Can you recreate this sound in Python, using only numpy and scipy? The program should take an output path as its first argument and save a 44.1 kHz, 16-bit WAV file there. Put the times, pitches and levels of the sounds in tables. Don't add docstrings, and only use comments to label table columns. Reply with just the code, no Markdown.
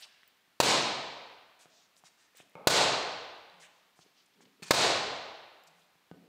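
import sys
import numpy as np
from scipy import signal
from scipy.fft import rfft, irfft
from scipy.io import wavfile
from scipy.ndimage import minimum_filter1d

SR = 44100
rng = np.random.default_rng(int(sys.argv[2]) if len(sys.argv) > 2 else 0)


def undo_db(level):
    steps = np.asarray(level, float) / 20
    return 10 ** steps


def waveform_to_disk(signal):
    frames = np.transpose(np.atleast_2d(signal))
    scaled = np.clip(frames, -1, 1) * 32767
    samples = np.round(scaled).astype(np.int16)
    wavfile.write(sys.argv[1], SR, samples)


N = 276938

# (frequency [Hz], level [dB], t60 [s])
PANEL_MODES = [(171, -12, 0.088), (520, -1.5, .015), (850, -3, .02), (1180, -6, .022), (2175, -15, .05),
               (2420, -17, .03), (3400, -27, .02)]


def at_hz(points, hz):
    table_hz, values = np.array(points).T
    return np.interp(np.log(hz + 1), np.log(table_hz), values)


def add(track, s, sound):
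    i = round(s * SR)
    sound = sound[max(-i, 0):N - i]
    start = max(i, 0)
    track[start:start + len(sound)] += sound


def damped(hz, t60_s, length_s):
    t = np.arange(round(length_s * SR)) / SR
    return np.sin(2 * np.pi * hz * t) * undo_db(-60 * t / t60_s)


def resonate(x, hz, width_hz):
    r = np.exp(-np.pi * width_hz / SR)
    zeros = np.array([1, 0, -1]) * (1 - r * r) / 2
    poles = [1, -2 * r * np.cos(2 * np.pi * hz / SR), r * r]
    return signal.lfilter(zeros, poles, x)


def floor():
    # (frequency [Hz], density [dB per Hz])
    noise_spectrum = [(25, 3), (60, -7), (120, -8.5), (200, -2.5), (500, -4.5), (1000, -2.5), (2000, -2.5),
                      (4000, -6), (6300, -13), (10000, -17), (15700, -16), (16300, -54)]
    rms_db = -70.5
    shape = undo_db(at_hz(noise_spectrum, np.arange(N // 2 + 1) * SR / N))
    hiss = irfft(rfft(rng.standard_normal(N)) * shape, N)
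    return undo_db(rms_db) * hiss / hiss.std()


def scuffs():
    # (start [s], length [s], rms [dB], centre [Hz])
    drags = [(-.01, 0.068, -52.5, 3460), (1.59, 0.062, -59.5, 4020), (2.042, 0.048, -58.5, 3300),
             (2.174, 0.1, -67, 2800), (2.352, 0.076, -58.5, 3800), (3.598, 0.069, -56, 3400),
             (4.408, 0.032, -62, 2800), (4.624, .028, -47, 3000), (4.652, 0.054, -49.5, 2800),
             (5.762, 0.088, -72.5, 4990)]
    # (start [s], length [s], rms [dB], centre [Hz])
    slides = [(.022, .027, -48.5, 3780), (0.001, 0.029, -55, 9400), (.046, 0.28, -70, 2160),
              (0.001, 0.074, -62, 910), (1.699, .17, -65, 4570), (1.959, 0.044, -65.5, 8500),
              (2.055, 0.023, -67, 4730), (2.387, .035, -59, 2625), (3.702, 0.15, -74.5, 4100),
              (3.957, 0.094, -69.5, 6700), (4.006, 0.035, -61, 4600), (4.034, 0.088, -74.5, 3520),
              (4.149, 0.087, -66.5, 3800), (4.258, 0.01, -68.5, 7290), (4.335, 0.016, -71, 3980),
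              (4.351, 0.14, -64.5, 260), (4.451, 0.012, -61.5, 2980), (3.621, .054, -58.5, 2460),
              (5.668, .021, -61, 5500), (5.812, .024, -70, 3516), (6.209, .094, -67, 305)]
    # (start [s], length [s], rms [dB], centre [Hz])
    hums = [(3.5, .14, -69.5, 170), (5.61, 0.23, -76, 168), (1.7, .12, -72.5, 670), (2.2, .15, -79, 1850),
            (.062, .2, -72.5, 1700)]

    white = rng.standard_normal(N + SR)
    grit = white * undo_db(3 * np.minimum(rng.exponential(1, N + SR), 4))
    below_9k = signal.butter(4, 9000, fs=SR, output="sos")
    grit = 0.3 * grit + 0.8 * signal.sosfiltfilt(below_9k, grit)

    out = np.zeros(N)
    for rows, octaves, rise in [(drags, 3.3, 0.4), (slides, 1.3, 0.42), (hums, 0.22, 0.1)]:
        for s, length_s, rms_db, hz in rows:
            count = round(length_s * SR)
            edges_hz = np.clip(hz * 2 ** (np.array([-0.5, 0.5]) * octaves), 40, 18000)
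            band = signal.butter(3, edges_hz, "band", fs=SR, output="sos")
            start = round(s * SR) + 2000
            grains = signal.sosfilt(band, grit[start:][:count])
            stroke = np.interp(np.arange(count) / count, [0, rise, 0.8, 1], [0.38, 0.92, 0.57, 0.37])
            add(out, s, undo_db(rms_db) * stroke * grains / grains.std())
    return out


def knocks():
    # (frequency [Hz], level [dB], t60 [s])
    boot_modes = [(174, -10.5, 0.07), (403.4, -6.5, 0.011), (720, -1.5, 0.013), (1230, -2.5, 0.0034),
                  (2900, -15, .004)]
    stud_modes = [(8080, -3.5, .012), (14950, -1, .03)]
    loose_modes = [(165, -9.5, 0.031), (330, -3.5, .015), (870, -6.5, .012), (1870, -2.5, .02),
                   (2470, 2, 0.02), (3430, -8, .012), (4400, 2.5, 0.011), (6190, -5.5, .01),
                   (8200, -10.5, .008), (11100, -17.5, .015), (12600, -21, .02), (14650, -16.5, .02)]
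    zip_modes = [(2700, -4, .01), (5200, -3, .012), (7330, -1, .012), (11650, -3, .022), (14800, -10, .018)]
    wheel_modes = [(100, -17, .05), (175.4, -9.5, 0.17), (271.4, -10.5, 0.044), (432, -0.5, 0.0083),
                   (745, -9, .014), (1233, -26, .12), (1497, -21.5, .14), (2810, -15, 0.0087)]
    # (time [s], level [dB], hardness [dB per octave])
    footfalls = [(.476, -68.5, -1.5), (1.657, -46.5, 3.8), (2.038, -50, 2), (2.402, -45, 5.5),
                 (3.991, -51, -.5), (4.456, -61.5, -1.5), (5.955, -61.5, -1)]
    stud_ticks = [(.277, -56.5, 0.3), (.37, -72, -0.2), (.41, -78, 1.5), (2.371, -54, 3)]
    panel_knocks = [
        (2.554, -37, 1),
    ]
    rattles = [(4.623, -45.5, -3), (4.628, -42, 0.3), (4.633, -48.5, 2.5), (4.641, -51.5, 1.5),
               (4.646, -53.5, 1.5), (4.6825, -52, 3), (4.687, -56, 3), (4.7075, -43, 8)]
    # (time [s], level [dB])
    zip_ticks = [(5.637, -57), (5.675, -60), (5.712, -66)]
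    # (time [s], level [dB], frequency [Hz])
    grit_snaps = [(.051, -48, 2480), (.087, -56, 2500), (.147, -51.5, 2800), (.2323, -48, 1960),
                  (0.233, -50.5, 3290), (1.967, -47.5, 5060), (2.348, -61, 498), (2.35, -54, 2023),
                  (2.497, -55, 10490), (3.499, -46, 3850), (3.542, -46, 3500), (4.062, -57, 413),
                  (4.4062, -55, 800), (4.4067, -56, 1696), (4.471, -61, 540), (4.598, -56.5, 446)]

    # modes, hits, share reaching the hall [dB]
    bodies = [(boot_modes, footfalls, -6.5),
              (stud_modes, stud_ticks, -12),
              (PANEL_MODES, panel_knocks, -5.5),
              (loose_modes, rattles, -7),
              (zip_modes, [(s, db, 0) for s, db in zip_ticks], -12),
              (wheel_modes, [(6.114, -40.5, 0)], -5)]
    strikes = []
    for modes, hits, hall_db in bodies:
        for s, db, hard_db in hits:
            for hz, mode_db, t60_s in modes:
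                level_db = db + mode_db + hard_db * np.log2(hz / 1000) + rng.normal(0, 1.5)
                strikes.append((s, level_db, hz * rng.normal(1, 0.01), t60_s, hall_db))
    for s, db, hz in grit_snaps:
        strikes.append((s, db, hz, 14 / hz, -12))

    near, sent = np.zeros((2, N))
    small = signal.butter(2, 110, "high", fs=SR, output="sos")
    for s, db, hz, t60_s, hall_db in strikes:
        touch = rng.standard_normal(60)
        contact = np.r_[1, 0.3 * touch * np.exp(-np.arange(60) / 8)]
        sound = signal.sosfilt(small, np.convolve(damped(hz, t60_s, 0.21), contact))
        sound *= undo_db(db) / np.abs(sound).max()
        add(near, s, sound)
        add(sent, s, undo_db(hall_db) * sound)
    return near, sent


def hall(near, around):
    # (frequency [Hz], t60 [s])
    decay_t60 = [(60, 1.4), (160, 0.91), (420, 1.2), (1100, 1.413), (2900, 1.282), (4300, 1.106),
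                 (6000, 0.86), (9000, 0.61), (15000, 0.3)]
    # (frequency [Hz], level [dB])
    colour = [(30, -11.5), (80, -8.5), (200, 7), (500, 2), (900, -0.5), (1300, -4.5), (2500, 1), (4500, 0),
              (8000, 0.5), (15000, -3)]
    # (delay [s], level [dB])
    echoes = [(.0065, -11), (0.0242, -11.5), (0.032, -10.5), (.047, -20)]
    tail_db, build_up_s = 1 - 36, 0.028

    count = 2 * SR
    t = np.arange(count) / SR
    edges_hz = 22 * 2 ** np.arange(0, 9.8, 1 / 5)
    white = rng.standard_normal((2, count))
    tail = np.zeros(count)
    for k, (low, high) in enumerate(zip(edges_hz, edges_hz[1:])):
        hz = np.sqrt(low * high)
        band = signal.butter(2, [low, high], "band", fs=SR, output="sos")
        decay_db = at_hz(colour, hz) - 60 * t / at_hz(decay_t60, hz)
        tail += signal.sosfilt(band, white[k % 2]) * undo_db(decay_db)
    tail *= undo_db(tail_db) * (1 - np.exp(-(t / build_up_s) ** 2))

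    out = signal.fftconvolve(around, tail)[:N]
    for delay_s, db in echoes:
        add(out, delay_s, undo_db(db) * near)
    return out


def steel(force):
    # (frequency [Hz], width [Hz], level [dB])
    resonances = [(910, 583, 1.5), (2800, 1680, -3), (4100, 1196, 1), (6700, 2000, -5), (8050, 1500, -6),
                  (11160, 1100, -15), (15100, 6900, -21)]
    out = 0
    for k, (hz, width_hz, db) in enumerate(resonances):
        out = out + (-1) ** k * undo_db(db) * resonate(force, hz, width_hz)
    return out


def blow(s, thump_db, thump_hz, crack_db, delay_s):
    # (frequency [Hz], level [dB], t60 [s])
    rim_modes = [(137.8, 3.5, 0.32), (640, -13, 0.1), (738, -2, 0.28), (1013, 5, 0.17), (1262, -2, 0.44),
                 (1493, 3, 0.36), (1910, -6.5, 0.2), (2480, -4, .12), (2540, -5.5, 0.1), (2894, -9, 0.2),
                 (3650, -9, 0.14), (3970, -4.5, 0.12)]
    rim_db, chatter_s, yield_s = -33.5, 0.019, 0.00036
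    rubber, near = np.zeros((2, N))
    t = np.arange(2000) / SR
    crack_s = s + delay_s

    dent = damped(thump_hz, 0.0041, 0.05)
    dent *= 1 - np.exp(-np.arange(len(dent)) / SR / yield_s)
    add(rubber, s, -undo_db(thump_db + 1) * dent)
    add(rubber, s, -undo_db(thump_db - 14) * damped(500, 0.0095, 0.1))
    add(rubber, s, -undo_db(thump_db - 20) * damped(120, 0.03, 0.2))
    flutter = damped(thump_hz * 1.1, 0.07, 0.087)
    add(near, s + 0.005, undo_db(thump_db - 15.5) * flutter)

    hammer_face = damped(4150, 0.016, 0.05) + 0.52 * damped(2800, 0.045, 0.05)
    add(near, crack_s, undo_db(crack_db - 7.5) * hammer_face)
    fade = undo_db(-9 * t / chatter_s - 15 * (t / chatter_s) ** 4)
    chatter = steel(rng.standard_normal(len(t)) * fade)
    add(near, crack_s, undo_db(crack_db + 6.5) * chatter)
    for hz, db, t60_s in rim_modes:
        add(rubber, s, undo_db(rim_db + db + rng.normal(0, 1)) * damped(hz, t60_s, 0.4))
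    snap = np.diff(rng.standard_normal(len(t) + 1)) * undo_db(-9 * t / 0.0007)
    add(near, crack_s, undo_db(crack_db - 7) * snap)
    first_touch = steel(rng.standard_normal(len(t)) * undo_db(-9 * t / 0.0015))
    add(near, s - 0.0006, undo_db(crack_db - 27) * first_touch)

    around = rubber.copy()
    smooth_crack = steel((t == 0) * np.linalg.norm(fade))
    add(around, crack_s, undo_db(crack_db + 9.5) * smooth_crack)
    return rubber + near, around


def buzz():
    start_s, length_s, rms_db = 2.562, 0.11, -50.5
    width_hz, fade_db = 170, -4.5
    count = round(length_s * SR)
    bands = np.zeros(count)
    for hz, mode_db, _ in PANEL_MODES:
        contacts = rng.standard_normal(count)
        narrow = resonate(contacts, hz, width_hz)
        bands += undo_db(mode_db) * resonate(narrow, hz, 2.4 * width_hz)
    out = np.zeros(N)
    add(out, start_s, undo_db(rms_db + np.linspace(0, fade_db, count)) * bands / bands.std())
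    return out


def scene():
    # (time [s], thump level [dB], thump frequency [Hz], crack level [dB], crack delay [s])
    blows = [
        (0.6016, 0, 613, -8, 0.00025),
        (2.6715, 1.5, 538, -7, 0.0014),
        (4.708, 1, 553, -7.5, 0.0014),
    ]
    knock, sent = knocks()
    scuff = scuffs() + buzz()
    small = sent + undo_db(-7) * scuff
    out = knock + scuff + hall(small, small) + floor()
    for row in blows:
        near, around = blow(*row)
        out += near + hall(near, around)
    return out[None]


def limiter(x):
    ceiling_db, release_db_per_s = -13, 120
    hold_s, attack_s = 0.00043, 0.0034
    squash_peak = 0.42
    over_db = np.maximum(20 * np.log10(np.abs(x) + 1e-9) - ceiling_db, 0)
    half = round(hold_s * SR) // 2
    held_db = -minimum_filter1d(-over_db, 2 * half + 1, origin=half)
    climb_db = release_db_per_s * np.arange(N) / SR
    cut_db = np.maximum.accumulate(held_db + climb_db) - climb_db
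    r = np.exp(-1 / (attack_s * SR))
    ducked = x * undo_db(-signal.lfilter([1 - r], [1, -r], cut_db))
    return squash_peak * np.tanh(ducked / squash_peak)


def band_limit(x):
    return signal.sosfilt(signal.butter(12, 17040, fs=SR, output="sos"), x)


def record(dry):
    bass_cut = signal.butter(2, 90, "high", fs=SR, output="sos")
    top_cut = signal.cheby2(10, 34, 16150, fs=SR, output="sos")
    x = limiter(signal.sosfilt(bass_cut, dry[0]))
    mix = signal.sosfilt(top_cut, x)[None]
    return band_limit(mix)


dry = scene()
out = record(dry)
waveform_to_disk(out)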